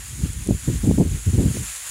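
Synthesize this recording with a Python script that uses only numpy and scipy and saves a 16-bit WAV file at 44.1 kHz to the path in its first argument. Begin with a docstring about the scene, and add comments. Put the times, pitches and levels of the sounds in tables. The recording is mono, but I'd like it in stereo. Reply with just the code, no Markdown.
"""A yard at night: sleet hisses on roofs and ground, countless tiny impacts that thicken towards the end,
and a few pellets tick close by. Two microphone ports colour it: thin and bright left, fuller right.
Underneath, a breeze rumbles in both ports, and separate puffs of turbulent air buffet first the left,
then mostly the right, with single sharp eddies popping among them."""
import sys
import numpy as np
from scipy import signal
from scipy.fft import rfft, irfft, next_fast_len
from scipy.io import wavfile
from scipy.ndimage import uniform_filter1d, map_coordinates

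SR = 44100
rng = np.random.default_rng(int(sys.argv[2]) if len(sys.argv) > 2 else 0)


def file_out(sig):
    """Save sig as 16-bit WAV at sys.argv[1]."""
    # one column per channel
    cols = np.atleast_2d(sig).T
    # limit, then scale
    lim = np.clip(cols, -1, 1)
    pcm = np.round(lim * 32767).astype(np.int16)
    wavfile.write(sys.argv[1], SR, pcm)


N = 83790
TIME = np.arange(N) / SR
LEFT, RIGHT = 0, 1


# fader ride of the sleet (t/s, relative level/dB)
FALL_RIDE = [(0, -37), (.5, -37.5), (.68, -35), (.8, -37), (.94, -37), (1.04, -38.5), (1.15, -36),
             (1.35, -36.5), (1.5, -33.5), (1.61, -32.5), (1.9, -33.5)]
def sleetfall():
    """How hard the sleet comes down: a late swell with slight quick flurries."""
    return amp(curve(FALL_RIDE) + 0.75 * wobble(24.8))


# sleet EQ on each port (f/Hz, relative level/dB)
SLEET_EQ_LEFT = [(200, -44), (500, -24), (1000, -17.5), (2000, -16.5), (3200, -19.5), (4400, -12),
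                 (5500, -11.5), (6200, -5.5), (7000, 3), (8300, -4), (10000, -1), (11500, -11.5),
                 (13500, -21), (15800, -27)]
SLEET_EQ_RIGHT = [(200, -19), (500, -12), (750, -8.5), (1100, -3.5), (1700, 0.4), (3300, 0.0), (4500, -5),
                  (6500, -8), (8300, -9), (10000, -3.5), (12500, -8.5), (15800, -10.5)]
def sleet(port, fall):
    """Far hiss with nearer pellets for grain, in the colour of one port."""
    eq, trim_db = ((SLEET_EQ_LEFT, 4.5), (SLEET_EQ_RIGHT, -0.5))[port]
    impacts = far_hiss() + amp(-2.5) * pellets()
    return amp(trim_db) * fall * unit(coloured(impacts, eq))


def far_hiss(patchy_db=1.6):
    """Countless distant pellets blur into noise, faintly patchy in time and colour."""
    bands = signal.stft(rng.standard_normal(N), nperseg=512)[2]
    patches = uniform_filter1d(rng.standard_normal(bands.shape), size=8, axis=0)
    patches = uniform_filter1d(patches, size=7, axis=1)
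    return unit(signal.istft(bands * amp(patchy_db * unit(patches)), nperseg=512)[1][:N])


def pellets(per_s=3500, spread_db=4, max_spreads=3.34):
    """Nearer pellets: tiny impacts at random moments, most small and a few large."""
    lands = rng.random(N) < per_s / SR
    size = amp(spread_db * np.minimum(rng.exponential(size=N), max_spreads))
    return unit(lands * size * rng.choice([-1, 1], N))


# spot hits of pellets landing close by (t/s, left peak level/dB, right peak level/dB)
TICK_CUES = [(.333, -17, -32), (.473, -14, -42), (.871, -17, -34), (1.264, -24, -38), (1.699, -15, -35)]
def ticks(port, t60_s=0.006, ring_hz=9050, width_hz=3400):
    """Each close pellet is one dry crack in the sleet's colour; all share a short bright ring."""
    def ring(hz):
        return 1j * hz * width_hz / (ring_hz ** 2 - hz ** 2 + 1j * hz * width_hz)

    out = np.zeros(N)
    for start, *peaks_db in TICK_CUES:
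        decay = (TIME >= start) * np.exp(-np.log(1000) * abs(TIME - start) / t60_s)
        crack = coloured(rng.standard_normal(N) * decay, (SLEET_EQ_LEFT, SLEET_EQ_RIGHT)[port])
        crack = filtered(crack, ring)
        out += amp(peaks_db[port]) * crack / abs(crack).max()
    return out


def wind(port, low_cut_hz=48.4, overload_db=-1.5, high_cut_hz=1060):
    """Wind bus of one port: breeze, puffs and pops, the hardest swings rounded off by overload."""
    drift = breeze_strength(port)
    pressure = breeze(drift) + puffs(port, drift) + pops(port)
    pressure = filtered(pressure, lambda hz: 1 - 1 / (1 + (hz / low_cut_hz) ** 6))
    pressure = pressure / (1 + (pressure / amp(overload_db)) ** 4) ** (1 / 4)
    return filtered(pressure, lambda hz: 1 / (1 + (hz / high_cut_hz) ** 6))


# puffs hitting each port (t/s, hold/s, relative rumble level/dB, flutter offset/dB)
PUFF_CUES_LEFT = [(0.191, 0.043, -27, -7), (0.234, 0.025, -16, -11), (0.288, 0.015, -21, -18),
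                  (0.364, 0.065, -24.5, -40), (0.637, 0.14, -32.5, -15), (0.947, 0.056, -31, -24),
                  (1.055, 0.026, -24.5, -9), (1.265, 0.056, -33.5, -19), (1.413, .071, -26, -19)]
PUFF_CUES_RIGHT = [(0.112, .12, -27.5, -21.5), (.468, 0.021, -21, -5.5), (0.494, 0.021, -17.5, 2),
                   (0.525, 0.025, -12.5, -17.5), (.68, .02, -11.5, -6), (0.714, 0.052, -16, -13),
                   (0.839, 0.023, -14.5, -3), (.874, 0.034, -7.5, -5.5), (0.924, .033, -13, -13),
                   (.983, 0.019, -11.5, 1.5), (1.005, .018, -7.5, -1.5), (1.056, 0.0058, -17, -5),
                   (1.114, 0.043, -19, -14), (1.27, 0.03, -9.5, -20.5), (1.335, 0.021, -10, -9.5),
                   (1.381, 0.021, -8.5, -6.5), (1.408, 0.06, -17, -0.5), (1.455, 0.015, -12, -11.5),
                   (1.481, 0.033, -14, -12.5), (1.545, 0.023, -24, -1), (1.578, 0.055, -24, -11)]
# EQ of large slow eddies and of small quick ones (f/Hz, relative level/dB)
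RUMBLE_EQ = [(20, -37), (38, -16.5), (62, 3), (100, 0.5), (160, -4.5), (240, -19), (450, -42.5),
             (1200, -97)]
FLUTTER_EQ = [(110, -13.5), (210, 4.5), (300, 0.5), (480, -12.5), (700, -25.5), (1000, -27.5), (1600, -51),
              (4000, -100)]
def puffs(port, drift):
    """Buffets of air: large eddies rumble, small ones flutter; the breeze adds a trace of flutter."""
    rumble_power = np.zeros(N)
    flutter_power = (amp(-19.5) * drift) ** 2
    for start, hold, db, offset_db in (PUFF_CUES_LEFT, PUFF_CUES_RIGHT)[port]:
        rumble_power += (amp(db) * swell(start, hold, release_s=0.0088)) ** 2
        flutter_power += (amp(db + offset_db) * swell(start, hold, release_s=0.0095)) ** 2
    rumble = amp(-0.5) * np.sqrt(rumble_power) * eddies(RUMBLE_EQ)
    flutter = amp(0.5) * np.sqrt(flutter_power) * eddies(FLUTTER_EQ)
    return rumble + flutter


# sharp eddies that pop or thump on each port (t/s, peak level into the wind bus/dB, width/s)
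POP_CUES_LEFT = [(.239, -4.5, 0.0017), (0.26, -17.5, 0.00079), (.301, -13.5, 0.0026), (1.076, -11.5, .002)]
POP_CUES_RIGHT = [(0.49, -2, 0.00076), (0.51, 0, 0.0012), (0.687, -7.5, 0.00097), (0.876, -3, 0.0012),
                  (0.913, -2, 0.00058), (.985, -7, 0.0007), (1.01, -2.5, 0.00074), (1.064, -7, 0.0013),
                  (1.283, -2, 0.00216), (1.339, -6, 0.0019), (1.393, -0.5, 0.0026), (1.46, 0.5, 0.0014),
                  (1.571, -15, 0.00054)]
def pops(port):
    """Each pop is one quick push and pull of pressure as a single eddy crosses the port."""
    out = np.zeros(N)
    for centre, db, width in (POP_CUES_LEFT, POP_CUES_RIGHT)[port]:
        crossing = (TIME - centre) / width
        out -= amp(db) * crossing * np.exp((1 - crossing ** 2) / 2)
    return out


# fader ride of the breeze on each port (t/s, relative level/dB)
BREEZE_RIDE_LEFT = [(0, -35), (.09, -43.5), (.16, -32.5), (.45, -26.5), (.6, -39.5), (.88, -39), (1.2, -40),
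                    (1.55, -33.5), (1.72, -49), (1.9, -50)]
BREEZE_RIDE_RIGHT = [(0, -37), (.35, -32.5), (.62, -32), (.8, -22), (1.17, -20), (1.24, -33.5), (1.52, -35),
                     (1.63, -25), (1.69, -40.5), (1.9, -73)]
def breeze_strength(port):
    """The breeze rises and sinks on one port, wavering by about 1 dB."""
    return amp(curve((BREEZE_RIDE_LEFT, BREEZE_RIDE_RIGHT)[port]) - wobble(22.6))


# bass-heavy EQ of the breeze (f/Hz, relative level/dB)
BREEZE_EQ = [(20, -23), (40, 8.5), (70, 0), (105, -8.5), (160, -18), (250, -41), (500, -55), (1200, -95)]
def breeze(drift):
    """Gently moving air lays a deep bed of rumble on the port."""
    return amp(4) * drift * eddies(BREEZE_EQ)


def eddies(eq, even_s=0.024):
    """Turbulent pressure at rms 1: coloured noise, levelled to an even strength."""
    pressure = unit(coloured(rng.standard_normal(N), eq))
    lag_s = np.arange(-(SR // 10), SR // 10 + 1) / SR
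    window = np.exp(-(lag_s / (even_s / 2)) ** 2)
    power = signal.fftconvolve(abs(signal.hilbert(pressure)) ** 2, window / window.sum(), "same")
    return unit(pressure / np.sqrt(abs(power) + 1e-6))


def swell(start, hold, release_s, attack_s=0.0045):
    """Envelope of a puff: attack, hold, release."""
    t = TIME - start
    return np.exp(np.minimum(t, 0) / attack_s - np.maximum(t - hold, 0) / release_s)


def amp(db):
    """Decibels to gain."""
    return 10 ** (np.asarray(db) / 20)


def unit(x):
    """x at rms 1."""
    return x / np.sqrt(np.mean(x ** 2) + 1e-20)


def curve(rows):
    """(t/s, value) points joined up, one value per sample."""
    return np.interp(TIME, *np.transpose(rows))


def wobble(rate):
    """A smooth random curve, rate knots a second."""
    return map_coordinates(rng.standard_normal(int(N * rate / SR) + 4), [TIME * rate])


def filtered(x, response):
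    """x through a frequency response."""
    size = next_fast_len(N + SR // 2)
    return irfft(rfft(x, size) * response(np.fft.rfftfreq(size, 1 / SR)), size)[..., :N]


def coloured(x, eq):
    """x through an EQ of (f/Hz, level/dB) points on a log frequency axis."""
    f, db = np.transpose(eq)
    return filtered(x, lambda hz: amp(np.interp(np.log(hz + 1), np.log(f + 1), db)))


def scene():
    """One fall of sleet reaches both ports; each has its own wind."""
    fall = sleetfall()
    return np.array([sleet(port, fall) + ticks(port) + wind(port) for port in (LEFT, RIGHT)])


def record(dry):
    """The camera's band limit: a brick-wall high cut at 15780 Hz."""
    return filtered(dry, lambda hz: hz < 15780)


dry = scene()
out = record(dry)
file_out(out)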